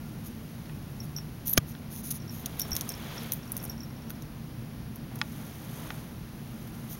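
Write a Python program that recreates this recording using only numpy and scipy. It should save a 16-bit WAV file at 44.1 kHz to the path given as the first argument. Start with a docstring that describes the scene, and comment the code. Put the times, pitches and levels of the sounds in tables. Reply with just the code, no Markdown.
"""A quiet room: a kitten shifts about on bedding, close to the microphone of a hand-held camera.
Its collar tags tick and slide on each other, and a tiny bell, muffled by fur, chinks in between.
Sheets and fur rustle. There are light clicks and taps, camera bumps and a finger grazing the microphone.
Behind it all lie low room rumble, hiss and a faint whine; the sound is mono, on two channels."""
import sys
import numpy as np
from scipy import signal
from scipy.fft import rfft, irfft, next_fast_len
from scipy.io import wavfile
from scipy.ndimage import uniform_filter1d

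SR = 44100
rng = np.random.default_rng(int(sys.argv[2]) if len(sys.argv) > 2 else 0)


def bounce(signal):
    """Save signal as a 16-bit WAV file at the path given by the first command-line argument."""
    frames = np.transpose(np.atleast_2d(signal))
    limited = np.clip(frames, -1, 1)
    pcm = np.round(limited * 32767).astype(np.int16)
    wavfile.write(sys.argv[1], SR, pcm)


N = 308259
T = np.arange(N) / SR
AGE = T[:SR // 5]  # time since a blow, s

# spectrum of tag scraping on tag: f/Hz, level/dB
SCRAPE_SPECTRUM = [(2000, -18), (3800, -9.5), (4700, -12.5), (5700, -6.5), (6380, -2), (6900, -6),
                   (7800, -29), (9200, -8), (10500, 0.5), (11100, -11), (11800, 0.5), (13000, 0),
                   (15800, -5)]
# bright spectrum of brushed fur and of the bell pellet's tick: f/Hz, level/dB
BRUSH_SPECTRUM = [(3000, -18), (5000, -9), (6400, 1.5), (7800, -11), (9500, -0.5), (12000, 2.5),
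                  (15800, -2.5)]
# midrange spectrum of swishing cloth and of the crack in a click: f/Hz, level/dB
SWISH_SPECTRUM = [(1600, -3), (2400, -1.5), (2750, -3), (3300, 1), (4200, -5.5), (6400, -11.5), (7800, -25)]


def tag_ticks(focus_db=12, focus_hz=600, attack_s=0.00048):
    """Each contact chatters for a moment and rings the tags; where it lands picks the strongest mode."""
    # modes of the tags: f/Hz, t60/s, level/dB
    tag_modes = [(3660, 0.0046, -0.5), (5700, 0.01, 1), (6300, 0.025, -2), (6920, 0.0091, -15),
                 (8560, 0.08, -14.5), (9600, .01, -19), (10740, .06, -8.5), (11660, 0.032, -6.5),
                 (11970, .05, -5.5), (14300, 0.017, 1), (13700, 0.011, -16), (15530, 0.014, -6)]
    lowpass = signal.butter(8, 7400, fs=SR, output="sos")
    highpass = signal.butter(8, 8300, "high", fs=SR, output="sos")
    attack = 1 - np.exp(-AGE / attack_s)
    damping = fade(0.0093) + undb(-20.5)  # the neighbouring tag soon stops the ring; a little lingers
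    out = np.zeros(N)
    for s, db, main_hz, low_db in tag_contacts():
        modes = [(hz, t60, mode_db + focus_db * np.exp(-((hz - main_hz) / focus_hz) ** 2))
                 for hz, t60, mode_db in tag_modes]
        chatter = burst(SCRAPE_SPECTRUM, t60=0.014)
        hit = (peak(ring(modes) * damping, 0) + peak(chatter, -3)) * attack
        add(out, s, peak(signal.sosfilt(highpass, hit), db - 1.5))
        add(out, s, peak(signal.sosfilt(lowpass, hit), db + low_db - 1))
    return out


def tag_contacts(rebound_s=0.007, rebound_db=-12.5, touch_hz=12100, touch_low_db=-17):
    """The tags bounce once after each blow, and touch lightly at random as the collar sways."""
    # tag strikes tag: t/s, treble level/dB, favoured f/Hz, low modes re treble/dB
    blows = [(1.4723, -23, 13900, -17), (1.4793, -20.5, 12000, -14.5), (1.495, -20, 11800, -27),
             (1.5303, -25, 11900, -22), (1.5344, -15, 11900, -19), (2.106, -28.5, 10300, -9),
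             (2.1134, -26, 10400, -9), (2.4591, -25, 10500, -4.5), (2.596, -20.5, 11900, -10.5),
             (2.617, -25, 15000, -10.5), (2.708, -35, 13300, -11), (2.752, -27, 11900, -9),
             (2.765, -20.5, 12800, -3), (2.81, -25, 10500, -2.5), (2.891, -25.5, 8700, -5),
             (2.919, -37, 8620, -6), (3.2321, -38, 10900, -16), (3.3203, -19.5, 12900, -9.5),
             (3.3343, -22, 11600, -25), (3.519, -22.5, 10700, -22), (3.5666, -26, 13800, -11),
             (3.5767, -32, 13700, -13), (3.641, -31, 10700, -19), (3.6515, -31, 11000, -18),
             (4.104, -32, 10400, -10), (4.2222, -43, 12700, 0), (4.958, -37, 12000, -16),
             (5.1567, -38, 12000, -10), (5.1886, -41, 11900, -6)]
    # the collar sways: start/s, end/s, rate/(ticks per s)
    sways = [(1.48, 1.53, 70), (2.567, 2.83, 18), (3.102, 3.3, 14), (3.621, 3.645, 80), (6.672, 6.88, 8.8)]
    contacts = list(blows)
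    for s, db, hz, low_db in blows:
        delay = rebound_s * np.exp(.2 * rng.standard_normal())
        contacts.append((s + delay, db + rebound_db, hz, low_db))
    for start, end, rate in sways:
        sway_db = -47 + 4 * np.log2(rate / 10)  # busier is louder
        for slot in np.arange(start, end - .5 / rate, 1 / rate):
            s = slot + rng.random() / rate
            contacts.append((s, rng.normal(sway_db, 1.5), rng.normal(touch_hz, 600), touch_low_db))
    return contacts


def tag_slides(sing_db=-6, squeal_db=21, big_tag_below_hz=10000):
    """Metal edges scrape along each other, swelling and letting go, and one mode sings out."""
    # tag slides on tag: start/s, length/s, level/dB, singing f/Hz
    slides = [(0.239, .052, -48, 11770), (1.027, .033, -54, 11200), (1.455, 0.095, -35.5, 11900),
              (1.538, 0.055, -45, 10480), (1.667, 0.06, -49, 11770), (1.9, 0.12, -45.5, 10480),
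              (2.03, 0.072, -41, 10480), (2.103, 0.025, -35, 10480), (2.129, 0.054, -43.5, 10480),
              (2.303, 0.13, -49, 11770), (2.585, .036, -41, 11770), (2.752, 0.047, -44, 12950),
              (2.873, .03, -53, 14850), (3.32, 0.07, -50.5, 14850), (4.094, 0.0077, -47, 12950),
              (6.891, 0.067, -44, 13950)]
    scrape = friction(SCRAPE_SPECTRUM, grain_db=3, grain_hz=1000)
    rasp = undb(-15) * band(3840, 450)
    squeal_swell = swell(1.56, 0.056, 0.056)  # one scrape briefly squeals louder
    sing = undb(sing_db + squeal_db * squeal_swell)
    out = np.zeros(N)
    for s, length, db, hz in slides:
        progress = np.clip((T - s) / length, 0, 1)
        pressure = np.sin(np.pi * progress).clip(0) ** 0.42
        metal = scrape + sing * band(hz, 380) + rasp * (hz < big_tag_below_hz)
        out += undb(db + .5) * pressure * metal
    return out / np.hypot(1, sing)  # singing changes the tone, not the overall level


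def bell(attack_s=0.001, detune=0.0045, tick_db=-22, roll_db=-21):
    """The pellet ticks on the shell and rolls on a little; fur stops most of the ring at once."""
    # lower and upper modes of the shell: f/Hz, t60/s, level/dB
    low_modes = [(5530, 0.017, -4), (5450, 0.14, -24), (5790, 0.024, -12)]
    high_modes = [(12700, 0.058, -2), (13220, .04, 0)]
    attack = 1 - np.exp(-(AGE / attack_s) ** 2)
    rolling = band(5550, 500)
    out = np.zeros(N)
    for s, db, upper_db in pellet_strikes():
        load = rng.normal(1, detune)  # pellet and fur load the shell differently each time
        low = ring([(hz * load, t60, mode_db) for hz, t60, mode_db in low_modes])
        shell = peak(low * attack, -1.3) + peak(ring(high_modes) * attack, upper_db - 2)
        tick = peak(burst(BRUSH_SPECTRUM, t60=.008), tick_db)
        roll = undb(roll_db) * rolling[int(s * SR):][:len(AGE)] * attack * fade(0.09)
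        add(out, s, undb(db) * (shell + tick + roll))
    return out


def pellet_strikes(settle_s=3.6, count=10, gap_s=0.061, jitter_s=0.0077, upper_db=-15):
    """The pellet's clear strikes, and an uneven run of fading ones as it rocks to rest."""
    # pellet strikes shell: t/s, level/dB, upper modes relative/dB
    strikes = [(1.0021, -36, -12), (1.1636, -28.5, -12), (1.1737, -34, -4), (1.1844, -34, -20),
               (2.2009, -47, -21), (2.2204, -45, -20), (2.2777, -45, -28), (2.295, -36, -21),
               (2.6055, -28, -20), (2.616, -25.5, -7), (2.7166, -25.5, -13), (2.7295, -24, -10),
               (2.9015, -32.5, -5), (2.9382, -35.5, -24), (3.179, -34.5, -23), (3.4291, -48, -16),
               (3.4765, -47, -11), (3.696, -31.5, -5), (3.8043, -37.5, -18), (3.8322, -41.5, -4)]
    gaps = rng.normal(gap_s, jitter_s, count)
    times = settle_s + np.cumsum(gaps) - gaps[0]
    settling = [(s, -42 - 3.5 * np.log2(k + 1), upper_db) for k, s in enumerate(times)]
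    return list(strikes) + settling


def rustle():
    """Cloth and fur rub close by, with a dull rush, a swish of the weave and a fine hiss on top."""
    # the kitten shifts, and early on a hand strokes fur: fastest at t/s, rise/s, fall/s, rub level/dB, swish re
    # rub/dB, brush re rub/dB
    moves = [(.5, 1, 0.91, -64.5, -8, 4), (2.8, 0.31, .18, -48.5, -3.5, -2),
             (3.2, .2, 0.11, -46, -0.5, -4.5), (3.62, 0.15, 0.097, -50, -7.5, -2.5),
             (4.1, 0.34, 0.13, -57, -13, -12), (5.14, 0.039, .06, -52, -11, -17),
             (5.4, 0.15, 0.46, -54.5, -4, 2), (5.81, 0.1, 0.17, -49.5, -4.5, -1),
             (6.95, 0.46, .2, -57, -5.5, 2)]
    # spectrum of rubbed sheets: f/Hz, level/dB
    sheet_spectrum = [(200, 5.5), (450, 5.5), (1100, 2.5), (1900, -4), (2600, -8), (4500, -37)]
    power = sum(np.outer(undb([db, db + swish_db, db + brush_db]) ** 2, swell(s, rise, fall) ** 2)
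                for s, rise, fall, db, swish_db, brush_db in moves)
    rub, swish, brush = np.sqrt(power)
    rush = undb(-.5) * rub * friction(sheet_spectrum, grain_db=2.5, grain_hz=200)
    weave = undb(-1) * swish * friction(SWISH_SPECTRUM, grain_db=1.5, grain_hz=300)
    hairs = undb(-2) * brush * friction(BRUSH_SPECTRUM, grain_db=2.5, grain_hz=390)
    return rush + weave + hairs


def clicks_and_bumps(light_hz=4200, firm_hz=9000):
    """Clicks and taps, brighter when firmer; dull bumps reach the microphone through the camera body."""
    # light clicks and taps, one of them the knock of a tag: t/s, level/dB
    clicks = [(0.658, -47), (0.696, -42), (1.1855, -43), (1.751, -42), (4.104, -39), (5.2151, -17.5),
              (5.9047, -29)]
    # modes that ring in each click: f/Hz, t60/s, level/dB
    click_modes = [(857, 0.054, -8), (1167, 0.058, -10), (1445, 0.021, 1.5), (1863, 0.018, 0),
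                   (2550, 0.018, 0), (3390, 0.011, 1), (4080, 0.0068, 2.5), (5280, 0.0079, 3),
                   (6400, 0.005, -10), (9700, 0.0034, -7)]
    # soft bumps on the camera: t/s, level/dB, f/Hz, t60/s
    bumps = [(1.5765, -16.5, 280, .015), (1.5842, -11, 115, .028), (2.724, -25, 70, .06)]
    out = np.zeros(N)
    for s, db in clicks:
        crack = burst(SWISH_SPECTRUM, t60=0.018)
        cutoff_hz = np.interp(db, (-28, -18), (light_hz, firm_hz))
        lowpass = signal.butter(2, cutoff_hz, fs=SR, output="sos")
        click = signal.sosfilt(lowpass, peak(ring(click_modes), 0) + peak(crack, -7))
        add(out, s, peak(click, db))
    for s, db, hz, t60 in bumps:
        add(out, s, undb(db) * fade(t60) * np.sin(2 * np.pi * hz * AGE))
    return out


def finger_scuff(snap_s=1.5765):
    """A finger grazes the microphone, catches with a snap that rings the housing, and lifts off."""
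    # spectrum of the rubbing finger: f/Hz, level/dB
    scuff_spectrum = [(200, -2), (520, -6), (950, -10.5), (1500, -3.5), (2750, -7), (4200, -4.5),
                      (6500, -3), (7850, -25), (9500, -6.5), (13500, -5), (15800, -15)]
    # modes of the microphone housing: f/Hz, t60/s, level/dB
    housing_modes = [(680, 0.014, -4.5), (1205, 0.033, -3), (1640, 0.022, 0), (2320, 0.019, -1.5),
                     (3270, 0.019, 0.5), (6500, 0.017, 0)]
    moments = snap_s + np.array([-.008, -.003, -.0006, 0, .003, .007, .009])
    force_db = np.interp(T, moments, [-50, -13, -13, 0, 0, -12, -50], left=-200, right=-200)
    out = undb(force_db) * level(colour(rng.standard_normal(N), scuff_spectrum), -16)
    add(out, snap_s, peak(ring(housing_modes), -14))
    return out


def room_tone(whine_hz=15735):
    """Low rumble with a few wavering drones, under even hiss and a thin electronic whine."""
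    # spectra of the room's rumble and of the hiss: f/Hz, level/dB
    rumble_spectrum = [(12, -44), (20, -16), (55, -5), (92, -4), (148, -1.5), (193, -4.5), (223, -3.5),
                       (351, -16), (490, -19.5), (552, -20.5), (607, -22), (668, -21.5), (1430, -27.5),
                       (1730, -28), (2200, -29.5), (6000, -36), (7800, -66), (13200, -120)]
    hiss_spectrum = [(5000, -9.5), (6400, -0.5), (7200, -3), (7900, -15.5), (8700, -1.5), (10000, 2.5),
                     (12000, 4), (15700, -0.5)]
    # drones in the room: f/Hz, width/Hz, level/dB
    drones = [(121.5, 11, -50), (149.8, 20, -49), (227.6, 28, -50), (320, 30, -60), (1394, 10, -70.5)]
    rumble = level(colour(rng.standard_normal(N), rumble_spectrum), -42)
    hiss = level(colour(rng.standard_normal(N), hiss_spectrum), -60)
    whine = level(np.sin(2 * np.pi * whine_hz * T), -66.5)
    return rumble + hiss + whine + sum(undb(db) * band(hz, width) for hz, width, db in drones)


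def undb(db):
    """Decibels to gain."""
    return 10 ** (np.asarray(db) / 20)


def level(x, db):
    """Set the rms level."""
    return x * undb(db) / np.sqrt(np.mean(x ** 2))


def peak(x, db):
    """Set the level of the loudest millisecond."""
    power = uniform_filter1d(x ** 2, SR // 1000, mode="constant")
    return x * undb(db) / np.sqrt(power.max())


def colour(x, spectrum):
    """Shape a sound by (f/Hz, level/dB) points, rolling off beyond both ends."""
    hz, db = np.transpose(spectrum)
    size = next_fast_len(len(x))
    f = np.maximum(np.arange(size // 2 + 1) * SR / size, 1)
    skirt = np.minimum(f / hz[0], 1) ** 2 * np.minimum(hz[-1] / f, 1) ** 10
    gain = undb(np.interp(np.log(f), np.log(hz), db))
    return irfft(rfft(x, size) * skirt * gain, size)[:len(x)]


def fade(t60):
    """Exponential decay, 60 dB in t60 seconds."""
    return np.exp(-np.log(1000) * AGE / t60)


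def ring(modes):
    """Decaying modes; every blow finds them at a new phase."""
    return sum(undb(db) * fade(t60) * np.sin(2 * np.pi * (hz * AGE + rng.random()))
               for hz, t60, db in modes)


def burst(spectrum, t60):
    """Coloured noise that dies away after a contact."""
    return colour(rng.standard_normal(len(AGE)), spectrum) * fade(t60)


def add(track, s, sound):
    """Mix a sound in at s seconds."""
    start = int(s * SR)
    track[start:start + len(sound)] += sound[:N - start]


def walk(rate):
    """Smooth random wander, spread near 1."""
    hold = max(int(SR / rate), 1)
    steps = np.repeat(rng.standard_normal(N // hold + 1), hold)[:N]
    return 1.2 * uniform_filter1d(steps, hold)


def friction(spectrum, grain_db, grain_hz):
    """Countless tiny slips of uneven strength, coloured by what they shake; rms 1."""
    slips = rng.standard_normal(N) * undb(grain_db * walk(grain_hz))
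    return level(colour(slips, spectrum), 0)


def band(hz, width_hz):
    """A tone that wavers in level and phase, rms 1."""
    phase = 2 * np.pi * hz * T
    return level(walk(width_hz) * np.sin(phase) + walk(width_hz) * np.cos(phase), 0)


def swell(s, rise, fall):
    """A smooth rise to 1 at s seconds and a smooth fall."""
    return np.exp(-((T - s) / np.where(T < s, rise, fall)) ** 2 / 2)


def scene():
    """One close microphone hears everything, alike in both channels."""
    mono = room_tone() + rustle() + tag_ticks() + tag_slides() + bell()
    mono += clicks_and_bumps() + finger_scuff()
    return np.array([mono, mono])


def record(dry, top_hz=15900):
    """The camera cuts the top treble steeply."""
    return signal.sosfilt(signal.ellip(10, .2, 70, top_hz, fs=SR, output="sos"), dry)


dry = scene()
out = record(dry)
bounce(out)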